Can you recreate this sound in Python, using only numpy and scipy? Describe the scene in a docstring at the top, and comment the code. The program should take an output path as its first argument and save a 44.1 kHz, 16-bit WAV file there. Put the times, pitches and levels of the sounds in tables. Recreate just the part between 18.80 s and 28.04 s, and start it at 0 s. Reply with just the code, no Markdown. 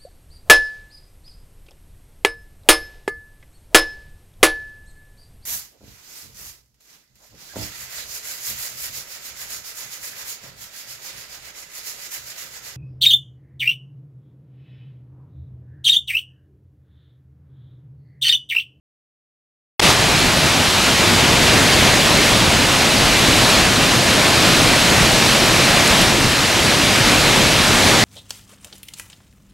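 """A tall waterfall crashes into its pool, heard by two ports across the gravel.
The plunge thunders, the sheets rush and the spray hisses: three bands of noise with patchy, wavering levels.
A few drops tick close by, each a very short burst of band-limited noise.
After a second of silence the sound cuts in, drops out for a moment, fades back loud and settles."""
import sys
import numpy as np
from scipy import signal
from scipy.fft import rfft, irfft, next_fast_len
from scipy.io import wavfile
from scipy.ndimage import uniform_filter1d, map_coordinates

SR = 44100
rng = np.random.default_rng(int(sys.argv[2]) if len(sys.argv) > 2 else 0)


def wav_record(signal):
    """Record a signal, one row per channel, as 16-bit PCM in the file named by sys.argv[1]."""
    frames = np.transpose(np.atleast_2d(signal))
    bounded = np.clip(frames, -1, 1)
    # unit amplitude maps onto the largest positive 16-bit level
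    quanta = np.round(bounded * 32767).astype(np.int16)
    wavfile.write(sys.argv[1], SR, quanta)


N = 407484

# Slow swells and quick falls of the whole roar: (time [s], level of the rush before the opening boost [dB])
ROAR_LEVEL = [(1.2, -16.5), (1.8, -16.5), (2.3, -15.5), (2.75, -15), (3.05, -14.2), (3.2, -15), (4.0, -16),
              (4.72, -14), (4.9, -16.5), (5.4, -15.5), (5.75, -14.3), (6.2, -15), (7.22, -14.5),
              (7.36, -17), (8.0, -16), (8.3, -15), (8.78, -15.5), (9.1, -14)]
# Weight of the plunge: (time [s], level relative to the rush [dB])
PLUNGE_LEVEL = [(1.1, -6), (1.2, -2.5), (1.9, -5.5), (2.6, -2.5), (4.5, -4), (6.8, -3), (8.1, -4.5),
                (9.2, -3)]
# Colour of the plunge into the pool: (frequency [Hz], relative density [dB per Hz])
POOL_COLOUR = [(15, -35), (25, -7), (48, -5), (74, -4.5), (90, -.5), (130, -0.5), (250, -2), (340, -3.5),
               (450, -7), (600, -5), (900, -8.5), (2000, -9)]
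# Colour of the falling sheets and their spray: (frequency [Hz], relative density [dB per Hz])
SHEETS_COLOUR = [(180, -28), (300, 0), (446, -3.5), (600, -1.5), (850, -4.5), (1440, -6), (1750, -5),
                 (2700, -5), (3300, -6), (4200, -6.5), (5200, -10), (7620, -14), (11300, -21), (15500, -32)]
# Drops close by: (time [s], level before attack and decay [dB], pitch [Hz], half-width of the band [Hz])
DROP_HITS = [(6.677, -28, 14000, 1500), (7.0758, -10, 6000, 5000), (7.2134, -17, 11000, 2500),
             (7.5194, -17, 5500, 4000)]
# Phase between the ports: (frequency [Hz], lead of the left over the right [rad])
PORT_LEAD = [(20, 0), (70, -0.15), (200, -0.33), (520, -0.55), (1500, -0.16), (3200, -0.22), (8000, 0)]
# Balance between the ports: (frequency [Hz], left minus right [dB])
PORT_TILT = [(60, 1.0), (240, 0.61), (950, 0.0), (3770, 0.0), (15000, 0.0)]
# Unrelated sound, opposite in the two ports: (frequency [Hz], level relative to the direct roar [dB])
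UNRELATED_LEVEL = [(30, -24), (100, -21), (250, -18), (600, -14), (2000, -17.5), (4800, -15.5), (7000, -19),
                   (10000, -35.5), (15000, -42)]

PLUNGE_HZ, SPRAY_HZ = 544, 5530  # where plunge hands over to rush, and rush to spray
SPRAY_DB = -6.5  # relative to the rush
OPENING_DB, SETTLE_S, SETTLE_LEN_S = 4, 1.104, 0.045  # opening boost, when it starts to go, how long that takes
CUT_IN_S, DROP_S, BACK_S = 0.9955, 1.0035, 1.008  # the sound starts, drops out, begins to return
RISE_S, FALL_S, FADE_S = 0.0003, 0.0017, 0.022  # lengths of those three ramps
DROP_DB = -36  # depth of the drop-out
TOP_HZ = 15750  # middle of the steep upper band edge


def amp(db):
    """Decibels to gain."""
    return 10 ** (np.asarray(db) / 20)


def unit(x):
    """Scale to rms 1."""
    return x / np.sqrt(np.mean(x ** 2) + 1e-20)


def along(points, hz):
    """Read a (frequency, value) table at any frequency, on a log axis."""
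    point_hz, values = np.transpose(points)
    return np.interp(np.log(hz + 1), np.log(point_hz + 1), values)


def level_curve(points):
    """Read a (time, level) table at every sample."""
    times, levels = np.transpose(points)
    return np.interp(np.arange(N) / SR, times, levels)


def wobble(rate_hz):
    """A smooth random curve with rate_hz knots a second."""
    knots = rng.standard_normal(int(N * rate_hz / SR) + 4)
    return map_coordinates(knots, [np.arange(N) * rate_hz / SR])


def ramp(start_s, length_s):
    """0 before the start, then a straight line up to 1."""
    return np.clip((np.arange(N) / SR - start_s) / length_s, 0, 1)


def filtered(x, response):
    """Shape x with a complex response of frequency, padded so that the end does not wrap round."""
    size = next_fast_len(N + 8192)
    spectrum = rfft(x, size) * response(np.fft.rfftfreq(size, 1 / SR))
    return irfft(spectrum, size)[..., :N]


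def below(hz, edge_hz):
    """Share of the power that lies on the low side of a hand-over."""
    return 1 / (1 + (hz / edge_hz) ** 4)


def churn(colour, share, patchy_db):
    """Direct and diffuse noise in one colour; clumps of water land as patches of random gain."""
    noise = rng.standard_normal((2, N + 512))
    cells = signal.stft(noise, nperseg=512)[2]
    # smear random gains over neighbouring frequencies, then over time; both noises share them
    patches = rng.standard_normal(cells.shape[1:])
    patches = uniform_filter1d(patches, size=6, axis=0)
    patches = uniform_filter1d(patches, size=10, axis=1)
    patchy = signal.istft(cells * amp(patchy_db * unit(patches)), nperseg=512)[1][:, :N]
    return unit(filtered(patchy, lambda hz: amp(along(colour, hz)) * np.sqrt(share(hz))))


def plunge():
    """The thunder of water hitting the pool: low noise with a slow weight and its own flutter."""
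    thunder = churn(POOL_COLOUR, lambda hz: below(hz, PLUNGE_HZ), patchy_db=1.16)
    return amp(level_curve(PLUNGE_LEVEL) + 0.53 * wobble(10)) * thunder


def rush():
    """The falling sheets: noise between the two hand-overs, the reference level of the roar."""
    return churn(SHEETS_COLOUR, lambda hz: (1 - below(hz, PLUNGE_HZ)) * below(hz, SPRAY_HZ), patchy_db=1.01)


def spray():
    """The hiss of fine water: noise above the upper hand-over, with a faster flutter."""
    hiss = churn(SHEETS_COLOUR, lambda hz: 1 - below(hz, SPRAY_HZ), patchy_db=0.65)
    return amp(SPRAY_DB + 0.2 * wobble(30)) * hiss


def waterfall():
    """Plunge, rush and spray ride one shared surge, boosted at the opening."""
    opening_db = OPENING_DB * (1 - ramp(SETTLE_S, SETTLE_LEN_S))
    surge_db = level_curve(ROAR_LEVEL) + opening_db + 0.13 * wobble(14)
    return amp(surge_db) * (plunge() + rush() + spray())


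def drops():
    """Each drop is a few milliseconds of noise in a band around its pitch."""
    out, t = np.zeros(N), np.arange(600) / SR
    bins_hz = np.fft.rfftfreq(len(t), 1 / SR)
    attack = 1 - np.exp(-t / 0.0006)
    for time_s, level_db, pitch_hz, width_hz in DROP_HITS:
        band = np.exp(-((bins_hz - pitch_hz) / width_hz) ** 2)
        tick = unit(irfft(rfft(rng.standard_normal(len(t))) * band, len(t)))
        decay = amp(level_db - 60 * t / 0.027)  # falls 60 dB in 27 ms
        out[round(time_s * SR):][:len(t)] += decay * attack * tick
    return out


def scene():
    """The direct sound reaches the ports with a small phase lead and tilt; an unrelated part is added, opposite
    in each port."""
    direct, diffuse = waterfall()
    sides = np.array([[0.5], [-0.5]])  # left, right: each takes half of the difference

    def port_response(hz):
        """Level and phase at each port."""
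        return amp(sides * along(PORT_TILT, hz)) * np.exp(1j * sides * along(PORT_LEAD, hz))

    ports = filtered(direct + drops(), port_response)
    unrelated = filtered(diffuse, lambda hz: amp(along(UNRELATED_LEVEL, hz)))
    return ports + 2 * sides * unrelated  # opposite polarity left and right


def record(dry):
    """The sound cuts in and dips, the tallest peaks flatten towards full scale, the band ends steeply."""
    dip = (1 - amp(DROP_DB)) * (ramp(DROP_S, FALL_S) - ramp(BACK_S, FADE_S))
    gated = dry * (ramp(CUT_IN_S, RISE_S) - dip)
    flattened = gated / (1 + np.abs(gated) ** 8) ** (1 / 8)
    return filtered(flattened, lambda hz: np.clip((TOP_HZ + 150 - hz) / 300, 0, 1) ** 2)


dry = scene()
out = record(dry)
wav_record(out)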